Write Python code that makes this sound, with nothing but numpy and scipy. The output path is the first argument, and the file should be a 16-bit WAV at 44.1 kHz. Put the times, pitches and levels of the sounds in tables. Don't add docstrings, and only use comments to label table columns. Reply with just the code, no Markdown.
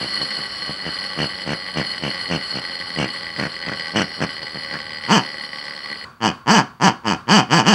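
import sys
import numpy as np
from scipy import signal
from scipy.fft import rfft, irfft
from scipy.io import wavfile
from scipy.ndimage import uniform_filter1d

SR = 44100
rng = np.random.default_rng(int(sys.argv[2]) if len(sys.argv) > 2 else 0)


def generate_wav(signal):
    frames = np.transpose(np.atleast_2d(signal))
    scaled = np.clip(frames, -1, 1) * 32767
    pcm = np.round(scaled).astype(np.int16)
    wavfile.write(sys.argv[1], SR, pcm)


def how_loud(loudness_db):
    steps = np.asarray(loudness_db, float) / 20
    return 10 ** steps


N = 341334
MOTOR_END_S = 6.048

# start_s, length_s, strength_db, top_flap_rate_hz,
# grip_db (+ opens the throat, - the snout)
NEAR_GRUNTS = [
    (5.095, .118, -18.5, 237.8, 1),
    (6.222, 0.1, -22, 108.8, 1.4),
    (6.478, 0.15, -18, 240.2, 3),
    (6.817, 0.1, -18.5, 208.7, 2.5),
    (7.054, 0.11, -24, 102.4, 1.9),
    (7.289, .142, -17.5, 225, 1),
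    (7.508, 0.13, -18.5, 177.3, 1.8),
    (7.659, .12, -17.5, 231.7, 1.4),
]


def motor(mode_spread_db=3.0, grit_per_s=2500, grit_db=3.5, wobble=0.082, late_s=.0004):
    # time_s, turns_per_s
    shaft_speed = [(0.0, 100.86), (0.6, 98.55), (1.2, 95.21), (1.8, 92.02), (2.4, 88.95), (3.0, 85.83),
                   (3.6, 82.81), (4.2, 80.03), (4.8, 77.12), (5.4, 74.39), (6.0, 71.71)]
    # time_s, knock_db, brush_grind_db
    shaft_load = [
        (0, -33.5, -26.5),
        (1.5, -32, -32),
        (3, -30.5, -33),
        (4.5, -30.5, -36.5),
        (6.05, -32.5, -38),
    ]
    # pitch_hz, width_hz, knock_db, brush_db
    can_modes = [(184, 46.6, -20.5, -25.5), (547, 26, -20, -21.5), (831, 27.4, -22, -38),
                 (1127, 35, -21.5, -8), (1534, 32, -21, -9.5), (1961, 84, -12.5, -11), (3010, 81, -25, -6),
                 (3224, 167, -26, -20), (4336, 75, -19, 2.5), (4818, 44, -17, -4), (4897, 168, -25.5, -21),
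                 (5780, 30, -60, -27), (7680, 66, -41, -22.5), (8430, 39, -46, -30), (8720, 51, -48, -25),
                 (10290, 118, -67.5, -21)]
    # pitch_hz, density_db (per Hz)
    whirr_spectrum = [(24, -56), (40, -28), (204, 9), (990, 6), (1120, 10.5), (1720, 9), (1950, 6),
                      (2700, 1), (3830, -1.5), (4340, -24.5), (6330, -48), (7730, -14), (16000, -54)]
    # time_s, peak_db
    hard_knocks = [(0.622, -15), (1.9794, -15), (2.4119, -15), (2.812, -16), (2.9607, -15), (3.0884, -15),
                   (4.4303, -15), (4.4672, -17), (4.7112, -16), (4.7885, -16), (4.9057, -18), (5.0494, -16),
                   (5.3423, -17), (5.3822, -18), (5.4091, -20), (5.437, -16), (5.5847, -17), (5.8586, -17),
                   (5.915, -18), (5.9284, -17)]
    first_turn = .4
    flicker_per_s, knock_flicker_db, grind_flicker_db = 9, 1.6, 1.8
    whirr_db = -39

    turns = first_turn + np.cumsum(in_time(shaft_speed)[0]) / SR
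    knock_db, grind_db = in_time(shaft_load)
    knock_db = knock_db + knock_flicker_db * drift(flicker_per_s)
    grind_db = grind_db + grind_flicker_db * drift(flicker_per_s)

    at = np.flatnonzero(np.diff(np.floor(turns)))
    luck = np.clip(rng.standard_normal((len(at), len(can_modes) + 2)), -2.5, 1.5)
    mode_luck, strength_luck, timing_luck = luck[:, :-2], luck[:, -2], luck[:, -1]
    at = np.clip(at + (late_s * SR * timing_luck).astype(int), 0, N - 1)
    hard = np.zeros(N)
    for s, peak_db in hard_knocks:
        hard[round(s * SR)] = how_loud(peak_db + 46)

    sparks = rng.random(N) < grit_per_s / SR
    grit = sparks * how_loud(grit_db * np.minimum(rng.exponential(1, N), 5)) * rng.choice([-1, 1], N)
    grit = grit * (1 + wobble * np.cos(2 * np.pi * (turns - .1)))

    knock, grind = 0, 0
    for k, (hz, width_hz, hit_db, rub_db) in enumerate(can_modes):
        clicks = np.zeros(N)
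        clicks[at] = how_loud(2.6 * strength_luck + mode_spread_db * mode_luck[:, k])
        struck = how_loud(hit_db) * (-1) ** k * np.array([clicks, hard])
        knock = knock + resonate(resonate(struck, hz, width_hz), hz, 19.5 * width_hz)
        rubbed = resonate(resonate(grit, hz, 2.9 * width_hz), hz, 1.8 * width_hz)
        grind = grind + how_loud(rub_db) * rubbed
    grind = rms_one(grind)
    # Hz, dB under the grind
    for hz, db in [(5117, -30), (5461, -18.5), (8950, -35), (10720, -37)]:
        grind = grind + how_loud(db) * rms_one(resonate(resonate(grit, hz, 1.6), hz, 40))

    whirr = how_loud(whirr_db + .5 * (grind_db + 31)) * coloured(whirr_spectrum)
    regular_knock = how_loud(knock_db - 1.5) * rms_one(knock[0])
    running = np.arange(N) < MOTOR_END_S * SR
    return running * (regular_knock + knock[1] + how_loud(grind_db + 0.5) * grind + whirr)


def toy(squeezes, body, hand_db, open_db, start_hz, jitter, gain_db, breath_db, brighten, puff_s, scatter_db):
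    grip_reach = np.array((0.86, -1.78, -0.00093))
    short_s, short_loss_db = .08, -7
    edge_dulling = 2.4
    snap_db, snap_hz = -17, 1100

    pulses = np.zeros(N)
    effort_db = np.full(N, -40.)
    grip_db = np.zeros((4, N))
    for s, length, strength_db, top_hz, grip in squeezes:
        rows, effort = squeeze(s, length, strength_db, top_hz, start_hz, hand_db)
        s, rate = rows[0]
        first = round((s - 2 / rate) * SR)
        count = round(rows[-1][0] * SR) - first
        rate = in_time(rows, first=first, count=count)[0]
        rate = uniform_filter1d(rate, size=SR // 40, mode="nearest")
        stirring = (first / SR, effort[0][1] - 14)
        db, = in_time([stirring] + list(effort), first=first, count=count)

        flap = np.r_[0, np.flatnonzero(np.diff(np.floor(np.cumsum(rate) / SR)))]
        uneven = jitter * np.clip(grip, 1, 4) * rng.standard_normal(len(flap))
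        flap = np.clip(flap + (uneven * SR / rate[flap]).astype(int), 0, count - 1)
        flap = flap[(flap + first >= 0) & (flap + first < N)]
        size_db = db[flap] + .7 * rng.standard_normal(len(flap))
        pulses[first + flap] = how_loud(size_db) * np.sqrt(SR / rate[flap])

        dulled_db = db + edge_dulling * (db - strength_db)
        effort_db[max(first, 0):first + count] = dulled_db[max(-first, 0):][:N - first]
        opening_db = grip * grip_reach + open_db + short_loss_db * (length < short_s)
        grip_db[1:, max(first, 0):] = opening_db[:, None]

    puff = signal.lfilter([1], [1, -np.exp(-1 / (puff_s * SR))], pulses) * rng.standard_normal(N)
    sway = np.repeat(rng.standard_normal((len(body), N // 1536 + 1)), 1536, axis=1)[:, :N]
    belly, snout = 0, 0
    for (hz, width_hz, db), shape in zip(body, sway):
        colour = how_loud(db + brighten * min(hz / 1000, 8) * (effort_db + 2.5))
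        colour = colour * how_loud(grip_db[np.searchsorted([700, 2000, 4000], hz)])
        if hz < 700:
            belly = belly + resonate(-pulses * colour, hz, width_hz)
        else:
            breath = how_loud(breath_db) * min(hz / 5000, 1) * puff
            jet = breath - pulses * how_loud(np.clip(scatter_db * shape, -4, 2.5))
            snout = snout + resonate(resonate(jet * colour, hz, width_hz), hz, 1.53 * width_hz)
    snap = how_loud(snap_db) * low(pulses, snap_hz, order=4)
    gap = signal.iirnotch(3850, 4, fs=SR)
    return how_loud(gain_db) * signal.lfilter(*gap, low(belly, 2130) + snout - snap)


def squeeze(s, length, db, top_hz, start_hz, hand_db):
    attack_s, release_s = .022, .036
    arch = .72
    slack = 35.4 + .43 * top_hz
    end = s + length
    top = s + .41 * length
    loose = max(end - release_s, top + 0.0061)
    start = min(start_hz, 1.25 * top_hz)
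    rates = [(s, start), ((s + top) / 2, start + arch * (top_hz - start)), (top, top_hz),
             ((top + loose) / 2, slack + arch * (top_hz - slack)), (loose, slack), (end, .85 * slack)]
    pressure = [(s, db + hand_db[0]), (s + attack_s, db),
                (end - release_s, db + hand_db[1]), (end, db + hand_db[2])]
    return rates, pressure


def refill():
    # pitch_hz, density_db (per Hz)
    inlet_spectrum = [(29, -67), (50, -41), (107, 11), (200, 1), (247, 14), (292, -2), (627, -3), (898, 0),
                      (1110, 13.5), (1250, 2), (1380, 9.5), (1930, -7), (4550, -17), (10000, -28.5),
                      (15000, -53)]
    refill_db, fade_db_per_s, left_db = -34.5, 109, -36
    whistle_hz, whistle_db = 4570, -18.5

    rows = [(MOTOR_END_S, left_db)]
    for s, length, *rest in NEAR_GRUNTS[1:]:
        last_s, last_db = rows[-1]
        rows += [(s, last_db - fade_db_per_s * (s - last_s)), (s + length, refill_db)]
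    hiss = coloured(inlet_spectrum)
    whistle = resonate(resonate(rng.standard_normal(N), whistle_hz, 150), whistle_hz, 300)
    heard = np.arange(N) >= MOTOR_END_S * SR
    return how_loud(in_time(rows)[0]) * (hiss + how_loud(whistle_db) * rms_one(whistle)) * heard


def room(x, wall_hz=5000, t60_s=.27):
    s = np.arange(SR // 2) / SR
    tail = rng.standard_normal(len(s)) * how_loud(-60 * s / t60_s) * (s > .004)
    return signal.fftconvolve(low(x, wall_hz), tail / np.sqrt(np.sum(tail ** 2)))[:N]


def background(hiss_db=-69, rumble_db=-49, whine_db=-81, whine_hz=15700):
    # time_s, level_db
    rumble_course = [
        (0, 1),
        (5, -0.5),
        (5.4, -5),
        (7.74, 2),
    ]
    hiss, rumble, whine = rng.standard_normal((3, N))
    rumble = how_loud(rumble_db + in_time(rumble_course)[0]) * rms_one(low(rumble, 116))
    whine = how_loud(whine_db) * rms_one(resonate(whine, whine_hz, 10))
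    return how_loud(hiss_db) * hiss + rumble + whine


def rms_one(x):
    return x / np.sqrt(np.mean(x ** 2) + 1e-20)


def in_time(rows, first=0, count=N):
    s, *columns = np.transpose(rows)
    return [np.interp((first + np.arange(count)) / SR, s, c) for c in columns]


def resonate(x, hz, width_hz):
    r = np.exp(-np.pi * abs(width_hz) / SR)
    zeros = np.array([1, 0, -1]) * (1 - r * r) / 2
    poles = [1, -2 * r * np.cos(2 * np.pi * hz / SR), r * r]
    return signal.lfilter(zeros, poles, x + 1e-18)


def low(x, cut_hz, order=2):
    return signal.sosfilt(signal.butter(order, cut_hz, fs=SR, output="sos"), x)


def coloured(spectrum):
    hz, db = np.transpose(spectrum)
    at = np.log(np.linspace(0, SR / 2, N // 2 + 1) + 1)
    gain = how_loud(np.interp(at, np.log(hz), db))
    return rms_one(irfft(rfft(rng.standard_normal(N)) * gain, N))


def drift(per_s):
    knots = rng.standard_normal(int(N / SR * 2 * per_s) + 2)
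    return rms_one(np.interp(np.arange(N) / SR * 2 * per_s, np.arange(len(knots)), knots))


def scene():
    # start_s, length_s, strength_db, top_flap_rate_hz, grip_db
    far_grunts = [(-0.03, 0.12, -33, 63.4, -1), (0.2, 0.059, -28.5, 67, 12), (0.365, 0.07, -37.5, 77.2, 0),
                  (0.68, 0.048, -25, 85, 4), (0.842, 0.08, -31, 84.3, .6), (1.165, 0.12, -26.5, 74.9, -0.3),
                  (1.453, 0.12, -27.5, 71.8, 2.1), (1.747, 0.1, -25.5, 72.6, 1),
                  (2.012, 0.11, -27.5, 71.3, -0.7), (2.289, 0.11, -25, 85.4, 0.3),
                  (2.528, 0.093, -31, 63.9, 0), (2.962, .124, -25, 70.6, -0.5),
                  (3.377, 0.12, -26.5, 80.5, 8), (3.653, 0.11, -32.5, 63.6, 9),
                  (3.938, 0.12, -21.5, 110.5, 1.3), (4.193, 0.085, -22.5, 99, 4),
                  (4.404, 0.073, -39, 68.9, -5), (4.533, 0.072, -34.5, 75.3, 4),
                  (4.714, 0.087, -35.5, 66.7, 12)]
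    # pitch_hz, width_hz, level_db
    far_body = [(162.6, 29, 4.5), (197.6, 136, 6), (492, 120, -4), (870, 45, -52), (1127, 31, -6),
                (1600, 650, -7.5), (2240, 100, -2.5), (2904, 275, 0), (4490, 28, -43), (4340, 130, -25),
                (5270, 220, -10.5), (5880, 230, -10.5), (6700, 300, -56), (7920, 670, -17.5),
                (8170, 180, -20), (12000, 15000, -41)]
    # pitch_hz, width_hz, level_db
    near_body = [(188.4, 6.3, 3), (187, 117, 5), (277, 22, -33.5), (474, 270, -18), (782, 102, 0),
                 (904, 203, 1.5), (1028, 600, -7), (1637, 115, -3), (2494, 62, 0.5), (2964, 212, 2.5),
                 (3084, 105, -5.5), (4640, 310, -3), (5090, 210, -7), (5990, 500, -8.5), (6470, 160, -14),
                 (7730, 300, -19), (7800, 480, -23), (12500, 7400, -40)]
    toys = toy(far_grunts, far_body, hand_db=(-13, -0.5, -25), open_db=(4, 2, 0),
               start_hz=88.4, jitter=.035, gain_db=15, breath_db=-9.5,
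               brighten=0.11, puff_s=0.0056, scatter_db=2)
    toys = toys + toy(NEAR_GRUNTS, near_body, hand_db=(-6.5, -1, -15.5), open_db=(2, 1, -0.64),
                      start_hz=116.3, jitter=.007, gain_db=18.5, breath_db=-20.0,
                      brighten=0.038, puff_s=0.0036, scatter_db=14.0)
    room_db = -12.5
    return (motor() + toys + how_loud(room_db) * room(toys) + refill() + background())[None]


def low_pass(x):
    return signal.sosfilt(signal.butter(12, 17070, fs=SR, output="sos"), x)


def record(dry):
    x = signal.sosfilt(signal.butter(3, 70, "high", fs=SR, output="sos"), dry)
    x = x / (1 + np.abs(x / .97) ** 4) ** (1 / 4)
    x = signal.sosfilt(signal.ellip(10, .5, 70, 15900, fs=SR, output="sos"), x)
    return low_pass(x)


dry = scene()
out = record(dry)
generate_wav(out)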